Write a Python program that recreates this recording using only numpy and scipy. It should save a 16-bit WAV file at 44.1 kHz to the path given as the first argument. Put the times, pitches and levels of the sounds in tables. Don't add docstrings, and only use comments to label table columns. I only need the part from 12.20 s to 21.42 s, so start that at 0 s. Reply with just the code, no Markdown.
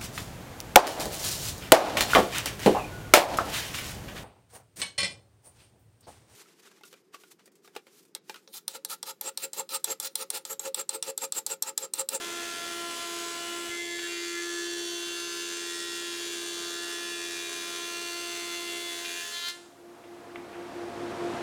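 import sys
import numpy as np
from scipy import signal
from scipy.fft import rfft, irfft, next_fast_len
from scipy.io import wavfile
from scipy.ndimage import uniform_filter1d, map_coordinates

SR = 44100
rng = np.random.default_rng(int(sys.argv[2]) if len(sys.argv) > 2 else 0)


def to_wav(sig):
    pcm = np.clip(np.atleast_2d(sig), -1, 1) * 32767
    pcm = np.round(pcm).astype(np.int16)
    wavfile.write(sys.argv[1], SR, pcm.T)


N = 406599

MOVE_S = 1.5
RUN_OUT_S = 7.305

KNIFE_DEPTHS = [1, .5, .55, .1]
# start_s, level_db (before cutting force)
LOOSE_END = [(7.0, -80), (7.11, -54), (7.15, -43.5), (7.27, -41.5)]
# (relative, per Hz)
CHATTER_COLOUR = [(700, -22), (1050, -12), (1400, -8), (1750, -3), (2100, -4), (2450, -9), (2800, -5),
                  (3100, 0), (3500, 0), (3800, -1), (4150, 2.5), (4500, -2.5), (5200, -9), (5700, -13),
                  (8000, -14), (12000, -13), (17000, -24)]


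def cut_tones(strokes, drone_trim_db=-2, motor_db=-55, linger_db=-5, linger_t60_s=0.46):
    # start_s, level_db (before force and trim)
    drone_infeed = [(0, -63), (.9, -48), (1.4, -46)]
    drone_outfeed = [(1.55, -39), (2.43, -37), (2.96, -43), (5.06, -41.5), (5.34, -45.5), (6.51, -39.5),
                     (6.96, -48.5), (7.1, -74)]
    motor_ratio = 1.186
    echo_dull_hz = 3500

    side = outfeed()
    front_db = curves(drone_infeed)[0]
    back_db = curves(drone_outfeed)[0] + drone_trim_db
    drone = amp((1 - side) * front_db + side * back_db) * tone(strokes)
    motor = amp(motor_db + 2.1 * wobble(14)) * tone(motor_ratio * strokes)
    tones = whine(strokes)

    force_db = force()
    fall_db = 60 * clock() / linger_t60_s
    held_db = np.maximum.accumulate(force_db + fall_db) - fall_db
    echo_gain = np.maximum(amp(held_db + linger_db) - amp(force_db), 0)
    echo = echo_gain * filtered(tones, lambda hz: 1 / (1 + (hz / echo_dull_hz) ** 6))
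    return amp(force_db) * (drone + motor + tones) + echo


def whine(strokes, wander_db=1.0, flutter_db=1.5, waver_cycles=0.0025):
    # level_db of harmonics 2, 3, 4, .. of the knife rate, before force and resonance
    infeed_harmonics = [-50.5, -52.5, -45, -48.5, -50.5, -52.5, -53.5, -50, -47.5, -55, -63, -57, -60, -66,
                        -66, -66, -66, -62, -66, -66]
    outfeed_harmonics = [-65, -59.5, -61, -53.5, -60, -62, -53, -54.5, -47.3, -54.5, -55.5, -50.5, -58, -60,
                         -60, -63, -52.5, -59, -60, -63]

    side = outfeed()
    rate_hz = np.median(knife_rate())
    loose_db = curves(LOOSE_END)[0]
    out = np.zeros(N)
    for k, (front_db, back_db) in enumerate(zip(infeed_harmonics, outfeed_harmonics), 2):
        held = amp(front_db + side * (back_db - front_db) + lift(k * rate_hz))
        slap = amp(loose_db + along(CHATTER_COLOUR, k * rate_hz))
        grain = amp(wander_db * wobble(3.273) + flutter_db * wobble(30))
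        size = grain * np.sqrt(held ** 2 + slap ** 2)
        out += size * tone(k * (strokes + waver_cycles * wobble(40)) + rng.random())
    return out


def lift(hz):
    # start_s, length_s, from_hz, to_hz, lift_db (at the peak)
    glides = [(0.503, 1.02, 970, 990, 6), (0.504, 0.61, 3130, 3070, 2), (1.497, 0.3, 700, 680, 8.5),
              (1.492, 0.084, 1400, 1360, 13), (1.483, 0.18, 1740, 1730, 6), (1.482, .2, 2140, 2110, 20.5),
              (1.658, 0.17, 1790, 1750, 11.5), (1.652, 0.18, 2190, 2070, 16), (1.68, 0.41, 3840, 3860, 6),
              (1.8, 0.22, 2830, 2730, 9.5), (1.794, .7, 1390, 1330, 9.5), (1.825, 0.054, 1760, 1690, 13),
              (1.837, 0.43, 2230, 2230, 21.5), (1.85, 1.74, 4420, 4340, 3), (1.9, 0.21, 4800, 4800, 9.5),
              (2.093, 0.57, 1840, 1680, 10.5), (2.35, 0.67, 3180, 3100, 6), (2.5, 1.1, 6500, 6200, 5.5),
              (2.65, 0.59, 1070, 1020, 5), (2.6, 3.4, 3730, 3750, 5.5), (2.75, 0.79, 2800, 2730, 5),
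              (2.8, 1.3, 1460, 1380, 10.5), (3.2, 1.03, 2470, 2390, 8.5), (3.8, 0.9, 4510, 4460, 1.5),
              (3.753, 0.36, 700, 680, 3), (4.3, .8, 1420, 1350, 7.5), (4.355, 0.74, 680, 700, 6),
              (4.45, 0.83, 1760, 1700, 6.5), (4.43, 2.7, 2620, 2010, 15.5), (4.6, .75, 2790, 2740, 0),
              (5.0, 2.5, 1110, 970, 6.5), (5.249, 1.44, 1390, 1400, 9), (5.256, 4.3, 670, 705, 9.5),
              (5.55, 1.2, 2800, 2730, 7), (5.6, .5, 1740, 1710, 0.5), (5.55, 1.54, 4300, 3920, 7),
              (5.8, .8, 4510, 4460, 2.5), (6.2, 0.65, 3480, 3430, 4), (6.82, 0.24, 2450, 2500, 17.5),
              (6.84, .24, 2790, 2750, 3), (6.922, 0.31, 1770, 1690, 9.5), (7.132, 0.21, 2720, 2750, 0),
              (7.21, .19, 1400, 1370, 15)]
    width_hz = 266

    t, db = clock()[::64], 0
    for s, length_s, from_hz, to_hz, lift_db in glides:
        progress = np.clip((np.minimum(t, RUN_OUT_S) - s) / length_s, 0, 1)
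        centre_hz = from_hz * (to_hz / from_hz) ** progress
        detune = (hz - centre_hz) / width_hz
        swell = np.minimum(2 * np.sin(np.pi * progress), 1)
        db = db + lift_db * swell * np.exp(-detune ** 2)
    return np.interp(clock(), t, db)


def cut(strokes, chatter_trim_db=1.0):
    # start_s, level_db added to rasp and hiss
    tearing = [(0, 0.5), (.5, 0.5), (1.02, 2.6), (1.25, 0.5), (1.5, 2), (1.76, 0.5), (1.84, 0.6), (3.1, .5),
               (4.5, 0.5), (5.65, 0.2), (6.2, 1.3), (6.8, 0.5)]
    buzz_in_db, buzz_out_db = -43.0, -42.5
    hiss_in_db, hiss_out_db = -44.0, -48.5

    side = outfeed()
    buzz = amp(buzz_in_db + side * (buzz_out_db - buzz_in_db)) * rasp(strokes)
    hiss = amp(hiss_in_db + side * (hiss_out_db - hiss_in_db)) * chips(strokes)
    grain = amp(curves(tearing)[0] + 0.63 * wobble(13))

    unequal = np.array(KNIFE_DEPTHS) - np.mean(KNIFE_DEPTHS)
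    slaps = blows(strokes, unequal, jitter_s=2e-5, scatter_db=6.0)
    slaps_in_room = coloured(slaps + 0.42 * shop(slaps), CHATTER_COLOUR)
    chatter = amp(curves(LOOSE_END)[0] + chatter_trim_db) * slaps_in_room
    return amp(force()) * (grain * hollowed(buzz + hiss) + chatter)


def rasp(strokes, ring_t60_s=0.066, direct_db=-2):
    # (relative, per Hz)
    rasp_colour = [(380, -49), (430, 4.5), (520, -13.5), (900, -16.5), (1150, -4.5), (1550, 3), (2000, 1.5),
                   (2450, -3), (3000, 5), (3400, -1), (4800, -0.5), (7000, 1.5), (9500, -4), (12000, -12),
                   (17000, -27)]
    renew_s = .33

    unequal = np.array(KNIFE_DEPTHS) - np.mean(KNIFE_DEPTHS)
    hits = blows(strokes, unequal, jitter_s=9e-6)
    t, rings = clock(), np.zeros(N)
    age_s = np.arange(SR // 20) / SR
    for s in np.arange(0, RUN_OUT_S + 2 * renew_s, renew_s):
        body = rng.standard_normal(len(age_s)) * amp(-60 * age_s / ring_t60_s)
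        near = slice(*np.searchsorted(t, [s - renew_s, s + renew_s]))
        crossfade = np.cos(np.pi / 2 * (t[near] - s) / renew_s)
        ring = signal.fftconvolve(hits[near] * crossfade, body / np.linalg.norm(body))
        rings[near.start:][:len(ring)] += ring
    return coloured(rings - amp(direct_db) * hits, rasp_colour)


def chips(strokes, burst_decay=4):
    # (relative, per Hz)
    chip_colour = [(200, -26), (500, -9), (1000, -4.5), (2000, 0), (3300, 1.5), (5000, 0.5), (7500, -4),
                   (10000, -2.5), (11500, -10), (14000, -9), (17000, -21)]
    steady = .55
    burst = np.exp(-burst_decay * (strokes % 1))
    return unit(noise(chip_colour) * (steady + burst))


def blows(strokes, depths, jitter_s, scatter_db=1.9):
    n = np.arange(1, int(strokes[-1]))
    at = (np.interp(n, strokes, clock()) + jitter_s * rng.standard_normal(len(n))) * SR
    size = np.array(depths)[n % len(depths)] * amp(scatter_db * rng.standard_normal(len(n)))
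    taps = at.astype(int)[:, None] + np.arange(-7, 9)
    lag = taps - at[:, None]
    shape = np.sinc(lag) * np.cos(np.pi * lag / 16) ** 2
    return np.bincount(np.clip(taps, 0, N - 1).ravel(), (size[:, None] * shape).ravel(), N)


def hollowed(x):
    # start_s, length_s, centre_hz, half_width_hz
    hollow = (1.57, .23, 1380, 330)
    s, length_s, centre_hz, width_hz = hollow
    progress = np.clip((clock() - s) / length_s, 0, 1)
    depth = np.minimum(2 * np.sin(np.pi * progress), 1)
    return x - depth * filtered(x, lambda hz: np.exp(-((hz - centre_hz) / width_hz) ** 4))


def force(collapse_db_per_s=600):
    # start_s, level_db (relative, before the collapse)
    force_points = [(1.47, 13), (1.55, 16), (2.4, 21), (3.5, 18.5), (6.7, 15.5), (7.27, 19)]
    return curves(force_points)[0] - np.clip(collapse_db_per_s * (clock() - RUN_OUT_S), 0, 90)


def knife_rate(idle_hz=350.0, run_up_s=.44):
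    # start_s, rate_hz (knife strokes per second)
    speed_infeed = [(0.0, 343.5), (1.096, 342.4), (1.47, 343.7)]
    speed_outfeed = [(1.53, 345.1), (2.17, 344.1), (2.35, 345.0), (6.93, 345.4), (7.22, 345.8),
                     (7.28, 348.2)]
    loaded_hz, = curves(np.vstack([speed_infeed, speed_outfeed]))
    since_s = np.maximum(clock() - RUN_OUT_S, 0)
    return idle_hz + (loaded_hz - idle_hz) * np.exp(-since_s / run_up_s)


def knocks():
    # start_s, level_db (before the band filter), t60_s, thin_below_hz, dull_above_hz
    knock_list = [(1.79, -5, .018, 1200, 2600), (1.7935, -4, .015, 2000, 4300),
                  (6.8465, -12, .02, 2400, 5000), (6.8505, -9.5, .025, 1700, 5400),
                  (6.858, -12.5, .03, 1900, 6500), (6.87, -10, .02, 1900, 3100),
                  (6.892, -9, .02, 2000, 3100), (7.838, -37, .088, 700, 4500),
                  (8.158, -18, .025, 550, 3100), (8.166, -28, .03, 400, 1700), (8.174, -18, .13, 120, 450),
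                  (8.33, -34.5, .33, 400, 2900)]
    # (relative, per Hz)
    wood_colour = [(100, -8), (350, 2), (1000, -1), (1700, -1), (2500, 1), (3400, 0), (4800, -3),
                   (12000, -25)]

    out, wood, size = np.zeros(N), noise(wood_colour), SR // 2
    age_s, hz = np.arange(size) / SR, np.fft.rfftfreq(size, 1 / SR)
    for s, db, t60_s, thin_hz, dull_hz in knock_list:
        span = slice(round(s * SR), round(s * SR) + size)
        low_cut = hz ** 4 / (hz ** 4 + thin_hz ** 4)
        high_cut = 1 / (1 + (hz / dull_hz) ** 8)
        burst = irfft(rfft(wood[span]) * low_cut * high_cut, size)
        out[span] += amp(db - 60 * age_s / t60_s) * burst
    return out


def hose(hiss_db=-45, fall_db_per_s=9, flow_db=-26.5, build_db_per_s=4.5):
    # (relative, per Hz)
    dust_colour = [(300, -19), (1500, -2.5), (4000, 3), (8000, 3.5), (12000, 0.5), (17000, -11)]
    since_s = clock() - RUN_OUT_S
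    level_db = np.where(since_s < 0, flow_db + build_db_per_s * since_s, hiss_db - fall_db_per_s * since_s)
    return amp(level_db) * noise(dust_colour)


def idle(strokes, cutter_db=-37.5, fan_db=-40, cutter_octave_db=-48, fan_octave_db=-46,
         air_db=-36.5, fan_near_db=1, hum_in_db=-5):
    in_step = (.61, 8.84)
    # pitch_hz, level_db (before wavering and the infeed cut)
    hum_tones = [(50, -70), (105, -55.5), (146, -61), (226, -69), (279, -50.5), (401, -71), (477, -53.5)]
    # (relative, per Hz)
    air_colour = [(25, -46), (38, -34), (50, -31), (75, -8.5), (110, -12), (250, 2.5), (420, 1.5),
                  (700, -1), (1300, -5), (2000, -11), (3200, -16), (4600, -20), (9000, -28.5), (17000, -55)]
    fan_hz = 345.3

    t, side = clock(), outfeed()
    front, back = np.interp(in_step, t, strokes - fan_hz * t) % 1
    fan = fan_hz * t + front + side * (back - front)
    near = amp(fan_near_db * (1.0 - side))
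    blades = amp(cutter_db) * tone(strokes) + near * amp(fan_db) * tone(fan)
    octaves = amp(cutter_octave_db) * tone(2 * strokes) + amp(fan_octave_db) * tone(2 * fan)

    hum = np.zeros(N)
    for hz, db in hum_tones:
        hum += amp(db + 1.6 * wobble(5.0)) * tone(hz * t + 0.075 * wobble(5.0))
    air = amp(air_db + 0.4 * wobble(9)) * noise(air_colour)
    return blades + octaves + amp(hum_in_db * (1 - side)) * hum + air


def bump(bump_db=-23, lead_s=0.0057, length_s=.0025, dull_hz=400):
    u = np.maximum(clock() - MOVE_S + lead_s, 0) / length_s
    pulse = (u > 0) * (1 - u) * np.exp(-u)
    return amp(bump_db) * filtered(pulse, lambda hz: 1 / (1 + 1j * hz / dull_hz))


def shop(x, low_hz=800):
    # pitch_hz, t60_s
    shop_decay = [(200, 1), (2500, 0.37), (8000, 0.63), (16000, 0.079)]
    hz, t, z = signal.stft(rng.standard_normal(SR // 2), SR, nperseg=256)
    decay = amp(-60 * t / along(shop_decay, hz)[:, None])
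    tail = signal.istft(z * decay, SR, nperseg=256)[1]
    delayed = np.pad(tail, (SR // 200, 0))
    wet = signal.fftconvolve(x, delayed / np.linalg.norm(tail))[:N]
    return filtered(wet, lambda f: f ** 2 / (f ** 2 + low_hz ** 2))


def outfeed():
    return np.clip((clock() - MOVE_S) / 0.02 + .5, 0, 1)


def amp(db):
    return np.exp(np.asarray(db) * (np.log(10) / 20))


def unit(x):
    return x / np.sqrt(np.mean(x ** 2) + 1e-20)


def clock():
    return np.arange(N) / SR


def along(points, hz):
    f, v = np.transpose(points)
    return np.interp(np.log(hz + 1), np.log(f + 1), v)


def curves(rows):
    s, *cols = np.transpose(rows)
    return [np.interp(clock(), s, c) for c in cols]


def wobble(rate):
    coarse = clock()[::32]
    knots = rng.standard_normal(int(coarse[-1] * rate) + 4)
    return np.interp(clock(), coarse, map_coordinates(knots, [coarse * rate]))


def tone(cycles):
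    return np.sqrt(2) * np.sin(2 * np.pi * cycles)


def filtered(x, response):
    m = next_fast_len(N + SR // 2)
    return irfft(rfft(x, m) * response(np.fft.rfftfreq(m, 1 / SR)), m)[:N]


def coloured(x, spectrum):
    return unit(filtered(x, lambda hz: amp(along(spectrum, hz))))


def noise(spectrum):
    return coloured(rng.standard_normal(N), spectrum)


def scene(room_db=-6, unsteady=.0012):
    strokes = np.cumsum(knife_rate() * (1 + unsteady * wobble(35))) / SR
    work = cut(strokes) + knocks()
    room = amp(room_db) * shop(work)
    return (cut_tones(strokes) + work + room + hose() + idle(strokes) + bump())[None]


def record(dry, limit_db=-39.5, slope=0.87, release_db_per_s=12.0, window_s=0.22, sense_hz=600, top_hz=17100):
    x, t = dry[0], clock()
    sensed = filtered(x, lambda hz: hz ** 2 / (hz ** 2 + sense_hz ** 2))
    power = np.abs(uniform_filter1d(sensed ** 2, int(window_s * SR)))
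    level_db = 10 * np.log10(power + 1e-12)
    over_db = slope * np.maximum(level_db - limit_db, 0)
    duck_db = np.maximum.accumulate(over_db + release_db_per_s * t) - release_db_per_s * t
    return filtered(x * amp(-duck_db), lambda hz: hz < top_hz)[None]


dry = scene()
out = record(dry)
to_wav(out)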